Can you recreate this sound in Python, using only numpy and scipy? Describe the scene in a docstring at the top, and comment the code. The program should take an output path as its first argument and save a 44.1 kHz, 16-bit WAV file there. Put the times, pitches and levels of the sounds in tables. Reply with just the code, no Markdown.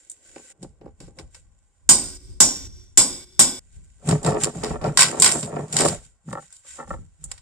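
"""A boot shuffles on a wooden porch outdoors, then a hammer strikes a steel pry bar four times.
A cut to the next scene ends the last ring; a plank is wrenched off its nails by hand: it groans,
knocks, splinters and drops grit. Damped sinusoidal modes make bar and plank; third-octave noise
makes clang, splinters, grit and hush. Low noise is the thud of the shaken porch and a light wind
rumbling on two microphone ports."""
import sys
import numpy as np
from scipy import signal
from scipy.fft import rfft, irfft, next_fast_len
from scipy.io import wavfile

SR = 44100
rng = np.random.default_rng(int(sys.argv[2]) if len(sys.argv) > 2 else 0)


def put_to_file(sound):
    """Save the sound as 16-bit audio at rate SR, in the file named by the first command-line argument."""
    columns = np.atleast_2d(sound).T  # one column per channel
    safe = np.clip(columns, -1, 1)
    whole_steps = np.round(safe * 32767)
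    wavfile.write(sys.argv[1], SR, whole_steps.astype(np.int16))


N = 326781

# hammer blows on the bar: t/s, relative level/dB, delay until the tail sinks/s, late swell/dB
BLOWS = [(1.891, 2, 0.28, 15.5), (2.403, 1, 0.27, 14.5), (2.974, 1, 0.27, 14), (3.393, 1.5, 0.42, 6)]
# correlation of the sound at the left and right port: f/Hz, likeness (1 = identical)
LIKENESS = [(60, .4), (130, .9), (290, 0.99), (640, 0.52), (1400, 0.59), (3000, 0.028)]
SCENE_CUT_S = 3.594   # the cut to the next scene ends the fourth blow here
EDGES = 90 * 2 ** np.arange(0, 7.6, 1 / 3)   # third-octave band edges, Hz
CENTRES = np.sqrt(EDGES[1:] * EDGES[:-1])
CONTROL_STEP = 32   # samples between computed effort levels


def amp(db):
    """Decibel law: level in dB to amplitude gain (twice the dB gives power)."""
    return 10 ** (np.asarray(db) / 20)


def rms_one(x):
    """Normalization of mean power: scale to rms 1."""
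    return x / np.sqrt(np.mean(x ** 2) + 1e-20)


def in_time(rows):
    """Linear interpolation: the columns of a curve, one value a sample."""
    s, *columns = np.transpose(rows)
    return [np.interp(np.arange(N) / SR, s, c) for c in columns]


def at_hz(points, hz):
    """Interpolation of a table on a log-frequency axis, as pitch is heard."""
    return np.interp(np.log(hz), np.log(np.array(points)[:, 0]), np.array(points)[:, 1])


def shares(spectrum):
    """Spectral density times bandwidth gives power: the share of each band, summing to 1."""
    power = amp(2 * at_hz(spectrum, CENTRES)) * CENTRES
    return (power / power.sum())[:, None]


def dying(samples, t60):
    """Exponential decay: power that falls 60 dB in t60, at least 4 ms."""
    return amp(-120 * np.arange(samples) / SR / np.maximum(t60, .004))


def burst(samples, length_s):
    """Gaussian envelope: power that holds for a while and then stops quickly."""
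    return np.exp(-(np.arange(samples) / SR / max(length_s, .004)) ** 2)


def ring(force, hz, t60):
    """Damped resonator: a unit click sets a sine of height 1 ringing, for a t60 of at least 5 ms."""
    r = amp(-60 / (max(t60, .005) * SR))
    w = 2 * np.pi * hz / SR
    return signal.lfilter([0, np.sin(w)], [1, -2 * r * np.cos(w), r * r], force + 1e-18)


def grains(per_s, spread_db):
    """Random point process: clicks of very uneven size, scaled to rms 1."""
    sizes = amp(spread_db * np.minimum(rng.exponential(1, N), 5)) * rng.choice([-1, 1], N)
    return rms_one(sizes * (rng.random(N) < per_s / SR))


def crackle(per_s):
    """Shot noise: power of tiny uneven bursts, each decaying 60 dB in 15 ms, mean 1."""
    bursts = signal.lfilter([1], [1, -amp(-120 / (.015 * SR))], grains(per_s, 3.0) ** 2)
    return bursts / bursts.mean()


def port_phase(hz):
    """Correlation as phase: the angle between the ports whose cosine is the likeness, either way round."""
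    return np.arccos(np.clip(at_hz(LIKENESS, hz), 0, 1)) * rng.choice([-1, 1])


def ridged_noise():
    """Coloured noise: four noises share one spectrum with random narrow ridges."""
    ridge_depth_db, ridge_spacing_hz = 6.0, 70
    size = next_fast_len(N)
    hz = np.fft.rfftfreq(size, 1 / SR)
    ridges = np.interp(hz / ridge_spacing_hz, np.arange(800), rng.standard_normal(800))
    spectra = rfft(rng.standard_normal((2, 2, N)), size) * amp(ridge_depth_db * ridges)
    return rms_one(irfft(spectra, size)[..., :N])


def sound_bands(power):
    """Partial coherence: third-octave noise, its mid and side mixed to the likeness of the ports."""
    # level difference of the ports: f/Hz, left minus right/dB
    tilt = [(60, -1.5), (180, -2.5), (550, 1), (1650, -1), (4970, 1), (15000, -6.5)]
    out, noise = np.zeros((2, N)), ridged_noise()
    for k, hz in enumerate(CENTRES):
        band = signal.butter(2, EDGES[k:k + 2], "band", fs=SR, output="sos")
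        scale = np.sqrt(SR / 4 / (EDGES[k + 1] - EDGES[k]))
        mid, side = signal.sosfilt(band, noise[k % 2]) * scale   # neighbouring bands use different noise
        alike = np.clip(at_hz(LIKENESS, hz), 0, 1)
        ports = amp(at_hz(tilt, hz) * np.array([[.5], [-.5]]))
        stereo = np.sqrt(1 + alike) * mid + np.sqrt(1 - alike) * side * [[1], [-1]]
        out += np.sqrt(power[k]) * ports * stereo
    return out


def swell(start_s, hold_s, level_db, layer):
    """Exponential attack and release: power that rises, holds and falls at the pace of its layer."""
    # one rate each for flexing, rubbing, grit, thud: rise/(dB/s), then fall/(dB/s)
    rise_rates = [650, 420, 420, 260]
    fall_rates = [360, 300, 260, 140]
    t = np.arange(0, N, CONTROL_STEP) / SR
    before = rise_rates[layer] * np.maximum(start_s - t, 0)
    after = fall_rates[layer] * np.maximum(t - start_s - hold_s, 0)
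    return amp(2 * (level_db - before - after))


def effort():
    """Incoherent addition of power: levels in dB of flexing, rubbing, grit and thud."""
    # shuffles and heaves on the wood: start t/s, hold/s,
    # plank flexing level/dB, wood rubbing level/dB, grit level/dB, thud level/dB
    heaves = [(0.26, 0.012, -80, -67, -57.5, -58), (0.626, 0.027, -31.5, -55, -66, -47),
              (0.831, 0.038, -40.5, -52, -86, -47), (1.012, 0.018, -36, -62, -66, -43),
              (1.076, 0.012, -39, -57, -72, -61), (1.194, 0.0073, -34, -41.5, -60, -40.5),
              (1.354, 0.0039, -64, -63, -56.5, -51), (3.737, 0.027, -75, -90, -65, -40.5),
              (4.082, 0.064, -19, -30.5, -43, -39), (4.273, 0.017, -16.5, -18, -43, -34),
              (4.419, 0.023, -25.5, -33, -36, -58), (4.555, 0.072, -35.5, -38.5, -50.5, -42),
              (4.693, 0.028, -30, -33.5, -50.5, -31), (4.85, 0.032, -19.5, -23, -51.5, -41),
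              (4.996, 0.11, -36.5, -29.5, -39, -56), (5.193, 0.17, -33, -28.5, -40.5, -55),
              (5.438, 0.2, -32.5, -35.5, -62, -57), (5.71, 0.018, -36, -59, -56, -62),
              (5.745, 0.18, -30, -29.5, -39.5, -41), (5.898, 0.035, -32, -52, -62, -42.5),
              (6.04, 0.016, -60, -72, -58.5, -56), (6.291, .04, -30, -77, -57.5, -56.5),
              (6.409, 0.037, -56.5, -74, -56.5, -64), (6.517, 0.022, -82, -75, -61, -67),
              (6.675, 0.093, -77, -78.5, -49.5, -57), (6.789, 0.026, -71, -49.5, -60, -68),
              (6.89, 0.045, -41.5, -66, -57.5, -33), (6.999, 0.014, -39.5, -68.5, -70.5, -56),
              (7.213, 0.045, -51, -80, -67.5, -42), (7.316, 0.014, -81, -61.5, -55, -49)]
    # quiet rustle between the heaves: t/s, wood rubbing level/dB, grit level/dB
    rustle = [(0, -70, -63), (.2, -65.5, -68.5), (.33, -59, -58.5), (.522, -60.5, -54.5), (.535, -63, -85),
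              (1.5, -76, -79), (3.6, -77, -71.5), (3.92, -99, -71), (4.4, -57.5, -71), (5.6, -43.5, -57.5),
              (6.2, -79, -81), (6.6, -83.5, -70), (7.41, -84.5, -78)]
    thud_late_s, blow_thud_db = 0.034, -37   # the porch answers late; its level relative to a blow
    coarse = np.zeros((4, len(range(0, N, CONTROL_STEP))))
    for s, hold_s, *levels_db in heaves:
        for layer, level_db in enumerate(levels_db):
            coarse[layer] += swell(s + thud_late_s * (layer == 3), max(hold_s, 0), level_db, layer)
    for s, db, *_ in BLOWS:
        coarse[3] += swell(s + thud_late_s, 0, db + blow_thud_db, layer=3)
    power = np.array([np.interp(np.arange(N) / CONTROL_STEP, np.arange(len(p)), p) for p in coarse])
    power[1:3] += amp(2 * np.array(in_time(rustle)))
    return 10 * np.log10(power + 1e-10)


def hush():
    """Stationary noise: the constant band power of the quiet background."""
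    # background spectrum: f/Hz, relative density level/dB per Hz
    hush_spectrum = [(59, -28), (100, 0.5), (166, -22), (308, -35.5), (570, -5), (2580, -17), (4290, -33.5),
                     (6020, -32), (7770, -25), (16000, -60)]
    return amp(2 * -74.5) * shares(hush_spectrum)


def grit(grit_db):
    """Granular impacts: power of falling grit and scraping, tiny bursts over a smooth hiss."""
    # grit spectrum: f/Hz, relative density level/dB per Hz
    grit_spectrum = [(880, -26), (1500, -4.5), (2080, -3.5), (2720, -2.5), (4830, -8.5), (7760, 0),
                     (9470, -10.5), (11100, -46), (12100, -30.5), (16000, -58)]
    return amp(2 * grit_db) * (1.8 + 1.0 * crackle(280.0)) * shares(grit_spectrum)


def plank(flex_db, rub_db):
    """Modal excitation: stick-slip clicks, soft knocks and the rattle after each drive the modes of the wood."""
    # modes of the plank, the first two its bending: f/Hz,
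    # level nailed down/dB, level lifted/dB, level held upright/dB, t60/s
    plank_modes = [(148, -14, -6.5, -7, .09), (167, -9.5, -3, -5.5, 0.04), (237.4, -13, -9, -13.5, 0.12),
                   (335, 0, -4, -4, 0.046), (425.8, -9, -5, -14.5, 0.12), (519, -1.5, -5, 1.5, 0.049),
                   (592.4, -5.5, 0, 2, 0.038), (697, -7.5, 1, -1, 0.025), (802, -8.5, -11, -0.5, 0.073),
                   (911, -14.5, -8, -1, 0.041), (1136, -14, -7.5, 1.5, 0.025),
                   (1342, -19.5, -10, 3.5, 0.04), (1536, -10.5, -20, -5, 0.0043),
                   (1806, -26.5, -10.5, 0, 0.024), (2430, -24, -13.5, -25.5, 0.011)]
    # knocks of wood on wood: t/s, strength/dB, nominal contact/ms
    wood_knocks = [(0.362, -30.5, 0.081), (0.628, -31, 0.7), (0.813, -36, 0.55), (0.861, -30, 0.39),
                   (1.008, -34, 1.1), (1.08, -39, 0.52), (1.196, -35, 0.24), (4.091, -18.5, 0.17),
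                   (4.122, -22, 0.81), (4.247, -15.5, 0.53), (4.286, -19.5, 0.15), (4.34, -19, 0.4),
                   (4.457, -23, 0.51), (4.631, -21.5, 0.25), (4.706, -25.5, 0.17), (4.74, -29.5, 0.71),
                   (4.813, -29, 0.22), (4.838, -21, 0.64), (5.127, -22, 0.29), (5.352, -27, 0.45),
                   (5.527, -23, 0.34), (5.564, -22, 0.4), (5.797, -14.5, 0.27), (5.847, -14, 0.16),
                   (6.286, -44.5, 0.46), (6.33, -24.5, 0.16), (6.368, -36.5, 0.4), (6.646, -57.5, 0.49),
                   (6.788, -32, 0.4), (6.874, -44, 0.4), (6.905, -28, 0.3), (7.235, -59, 0.4)]
    # rattle after a knock, one value each nailed down, lifted, upright: level re the knock/dB, then length/s
    rattle_levels = [-36, -25.5, -27.5]
    rattle_lengths = [0.024, 0.029, 0.029]
    stage_starts_s = [3.6, 6.2]   # lifted, held upright
    stage = np.searchsorted(stage_starts_s, np.arange(N) / SR)

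    knocks, rattle, ms = np.zeros(N), np.zeros(N + 9000), np.arange(200) / SR * 1000
    for s, db, contact_ms in wood_knocks:
        i = round(s * SR)
        held = np.searchsorted(stage_starts_s, s)
        push = ms * np.exp(-ms / np.clip(contact_ms / 4, .01, .8))   # softer contact lasts longer
        knocks[i:i + 200] += amp(db) * push / push.sum()
        rattle[i:][:9000] += amp(db + rattle_levels[held]) * np.sqrt(burst(9000, rattle_lengths[held]))
    knocks += rattle[:N] * grains(180., 3.0)   # every bounce strikes all modes at once

    flex, rub, hit = np.zeros(N), np.zeros((2, N)), np.zeros((2, N))
    for k, (hz, *levels_db, t60) in enumerate(plank_modes):
        slips = grains(300., 3.9)
        gain = amp(levels_db)[stage]
        rung = gain * ring(slips, hz, t60)
        knocked = gain * ring(knocks * (-1) ** k, hz, t60)
        lag = round(port_phase(hz) / (2 * np.pi * hz) * SR)   # a mode reaches the two ports out of step
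        hit += [knocked, np.roll(knocked, lag)]
        if k < 2:
            flex += rung
        else:
            rub += [rung, np.roll(rung, lag)]
    wood = amp(flex_db) * rms_one(flex) + amp(rub_db) * rms_one(rub) + hit
    # the wood is kept above about 105 Hz
    return signal.sosfilt(signal.butter(2, 105, "high", fs=SR, output="sos"), wood)


def wind(thud_db):
    """Weakly correlated low noise, largely its own at each port: wind, and the thud of the shaken porch."""
    # wind rumble: t/s, level/dB
    wind_levels = [(0, -71), (.45, -69.5), (.7, -64), (1.5, -53), (1.76, -64.5), (2.05, -37), (2.22, -48.5),
                   (2.3, -37), (2.57, -45.5), (2.66, -35.5), (2.92, -52.5), (3.16, -43), (3.3, -58),
                   (3.6, -51.5), (5.1, -57.5), (5.7, -71), (6.5, -70.5), (7.41, -67.5)]
    shared, left, right = rng.standard_normal((3, N))
    band = signal.butter(2, [28, 85], "band", fs=SR, output="sos")
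    level = np.hypot(amp(in_time(wind_levels)[0]), amp(thud_db))
    return level * rms_one(signal.sosfilt(band, [left + .6 * shared, right + 0.15 * shared]))


def splinters():
    """Brittle fracture: band power of a sharp snap, tearing fibres and a faint echo for each splinter."""
    # splinters and nail slips: t/s, level/dB, tearing length/s, thickness as gain of the low part/dB
    cracks = [(0.0984, -34.5, 0.023, -25.5), (0.3604, -63.5, 0.034, 25), (0.6283, -42, 0.015, -0.5),
              (0.8125, -80.5, 0.021, 30), (0.858, -78, 0.035, 23), (1.003, -48, 0.046, 6.5),
              (1.1872, -45.5, 0.019, 12.5), (1.346, -50, 0.024, 8), (4.0884, -25, 0.017, -3),
              (4.1105, -30, 0.017, 10), (4.2303, -38.5, 0.03, -6), (4.247, -33, 0.028, 7.5),
              (4.2634, -30, 0.042, 6), (4.345, -45.5, 0.018, 7), (4.4356, -18.5, 0.014, 0),
              (4.6352, -34, 0.052, 9.5), (4.814, -52, 0.037, 14), (4.8413, -45.5, 0.041, 18),
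              (4.9729, -10.5, 0.048, 6), (4.9915, -10, 0.031, 4.5), (5.0066, -10.5, 0.014, 2),
              (5.02, -15.5, 0.037, 10), (5.199, -16, 0.12, -15), (5.221, -6, 0.036, -2),
              (5.2437, -12.5, 0.024, 3.5), (5.2623, -17.5, 0.036, 11.5), (5.429, -32.5, 0.019, 7),
              (5.56, -61, 0.016, 22), (5.7263, -27, 0.029, -2.5), (5.7663, -16.5, 0.036, 2),
              (5.788, -21.5, 0.058, 6.5), (5.8066, -17.5, 0.02, 0.5), (5.851, -19.5, 0.031, -7),
              (5.884, -22.5, 0.012, 1), (6.328, -41, 0.011, -1), (6.5261, -43.5, 0.049, -10),
              (7.2408, -32, 0.013, -26), (7.3153, -32, 0.0083, 3.5), (7.3786, -51.5, 0.013, 10)]
    # snap spectrum: f/Hz, relative density level/dB per Hz
    snap_spectrum = [(180, -55), (300, -26), (762, -9), (961, -5), (1360, -7.5), (3350, -3), (5340, -1),
                     (6620, -9.5), (8220, 0.5), (11300, -45), (16000, -36)]
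    snap_db, snap_s = 6, .0035   # burst() lengthens the snap to 4 ms
    tear_db, echo_db, echo_t60_s = -5, -33, 0.43   # the echo is relative to the tearing
    middle_share = 0.55   # share of the thickness gain heard from 3.2 to 6.4 kHz
    power = np.zeros((len(CENTRES), N))
    fibres = .5 + .5 * crackle(270.0)   # fibres part one by one
    for s, db, tear_s, low_db in cracks:
        i = round(s * SR)
        n = min(round(.3 * SR), N - i)
        # thick splinters sound lower
        body_db = np.select([CENTRES < 3200, CENTRES < 6400], [low_db, middle_share * low_db])
        body = amp(2 * body_db)[:, None]
        snap = amp(snap_db) * burst(n, snap_s)   # here 6 dB is an amplitude gain applied to power
        tearing = fibres[i:i + n] * burst(n, tear_s)
        echo = amp(echo_db) * dying(n, echo_t60_s)   # likewise
        crack = snap + amp(2 * tear_db) * (tearing + echo)
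        power[:, i:i + n] += amp(2 * db) * shares(snap_spectrum) * body * crack
    return power


def blow_span(s):
    """Truncated decay: first sample and length of a blow, 0.6 s unless the scene cut ends it."""
    i = round(s * SR)
    return i, min(round(.6 * SR), round(SCENE_CUT_S * SR) - i)


def sinking(samples, after_s, swell_db):
    """Amplitude modulation: the tail of a blow drops by a step, then swells back for a moment."""
    sink_db, sink_s = -10.5, 0.0085
    swell_late_s, swell_s = 0.16, 0.12   # delay after the sinking, half-width
    since = np.arange(samples) / SR - after_s
    drop_db = sink_db * np.clip(since / sink_s, 0, 1)
    return amp(drop_db + swell_db * np.exp(-((since - swell_late_s) / swell_s) ** 2))


def clang():
    """Statistical mode overlap: band power of each blow's dense high modes and its echo in the yard."""
    # clang spectrum: f/Hz, relative density level/dB per Hz
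    clang_spectrum = [(59, -46), (100, -8), (283, -7), (406, -14), (872, -6.5), (1550, -10), (2630, -9),
                      (4980, -6.5), (6560, -2.5), (8110, -5), (12100, -18), (15000, -26.5), (16000, -50)]
    # decay of the clang: f/Hz, t60/s
    clang_decay = [(100, 0.22), (400, 0.57), (1500, 0.12), (5000, 0.23), (9000, 0.13), (15000, 0.15)]
    # decay of the yard: f/Hz, t60/s
    yard_decay = [(100, 1), (400, 0.5), (1500, 0.59), (5000, 0.67), (9000, 0.32), (15000, 0.73)]
    clang_db, yard_db = -7.5, -23.5   # relative to the blow
    power = np.zeros((len(CENTRES), N))
    for s, db, after_s, swell_db in BLOWS:
        i, n = blow_span(s)
        near = amp(2 * clang_db) * dying(n, at_hz(clang_decay, CENTRES)[:, None])
        far = amp(2 * yard_db) * dying(n, at_hz(yard_decay, CENTRES)[:, None])
        tail = sinking(n, after_s, swell_db) ** 2
        power[:, i:i + n] += amp(2 * db) * shares(clang_spectrum) * (near + far) * tail
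    return power


def wobble(samples, hz):
    """Narrow-band modulation: a mode rattling on the nail has a complex gain that wanders over 200 points."""
    chatter = .045   # points per cycle of the mode, on top of 20 points per second
    re, im = rng.standard_normal((2, 200))
    points = np.arange(200) * SR / (20 + chatter * hz)
    return np.interp(np.arange(samples), points, .2 + re + 1j * im)


def bar():
    """Modal superposition: each blow strikes every mode, heard at each port with its own strength and phase."""
    # modes of the steel bar and the beam under it: f/Hz, relative level loose/dB, biting/dB, seated/dB, t60/s
    bar_modes = [(291, -19.5, -30, -35.5, 0.89), (366, -15.5, -22, -16, .9), (864, -39, -16.5, -30.5, .2),
                 (2250, -24, -28.5, -24.5, 0.71), (3480, -35, -23, -18, 0.93),
                 (4050, -31.5, -42.5, -39, 0.35), (4470, -25, -31.5, -25.5, 0.12),
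                 (4870, -15.5, -16.5, -30, 0.68), (5100, -12, -18.5, -9.5, .7),
                 (5635, -16.5, -4.5, -27.5, 0.73), (6000, -21.5, -16, -21.5, 0.73),
                 (7010, -7.5, -5, -25.5, 0.49), (8080, -24, -23.5, -15, 0.66),
                 (7840, -13.5, -10, -8.5, 0.49), (7300, -25.5, -14.5, -9, .3),
                 (8370, -15.5, -7.5, -5, 0.44), (8220, -3.5, -26.5, -20, 0.56), (9060, -8, -16, -15, 0.32),
                 (9100, -26.5, -22, -16.5, .25), (10000, -27.5, -17, -22.5, 0.09)]
    # seating of the bar at each blow: state (0 loose, 1 biting, 2 seated)
    seatings = [0, 1, 2, 2]
    bar_db = -8
    first_t60_s, ring_share = 0.17, 0.27   # first decay, and the amplitude share that rings with the mode's t60
    out = np.zeros((2, N))
    for (s, db, after_s, swell_db), seating in zip(BLOWS, seatings):
        i, n = blow_span(s)
        t = np.arange(n) / SR
        for hz, *levels_db, t60 in bar_modes:
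            apart = port_phase(hz)
            ports = amp(rng.normal(0, 1.7, (2, 1))) * np.exp(1j * apart * np.array([[.5], [-.5]]))
            decay = np.sqrt(dying(n, first_t60_s)) + ring_share * np.sqrt(dying(n, t60))
            tone = wobble(n, hz) * np.exp(2j * np.pi * hz * t) * decay * sinking(n, after_s, swell_db)
            out[:, i:i + n] += amp(db + bar_db + levels_db[seating]) * np.imag(ports * tone)
    return out


def scene():
    """Linear superposition: all sources at the two ports."""
    flex_db, rub_db, grit_db, thud_db = effort()
    power = hush() + grit(grit_db)
    power += splinters()
    power += clang()
    return sound_bands(power) + bar() + plank(flex_db, rub_db) + wind(thud_db)


def record(dry):
    """Resonance and saturation: the ports resonate in the treble, peaks are rounded off, the top is cut."""
    port_hz, port_width_hz, port_gain = 7615, 2400, 1.1
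    cutoff_hz = 16400   # 60 dB down from here up
    b, a = signal.iirpeak(port_hz, port_hz / port_width_hz, fs=SR)
    heard = dry + port_gain * signal.lfilter(b, a, dry)
    rounded = 0.85 * np.tanh(heard / 1.09)
    return signal.sosfilt(signal.cheby2(12, 60, cutoff_hz, fs=SR, output="sos"), rounded)


dry = scene()
out = record(dry)
put_to_file(out)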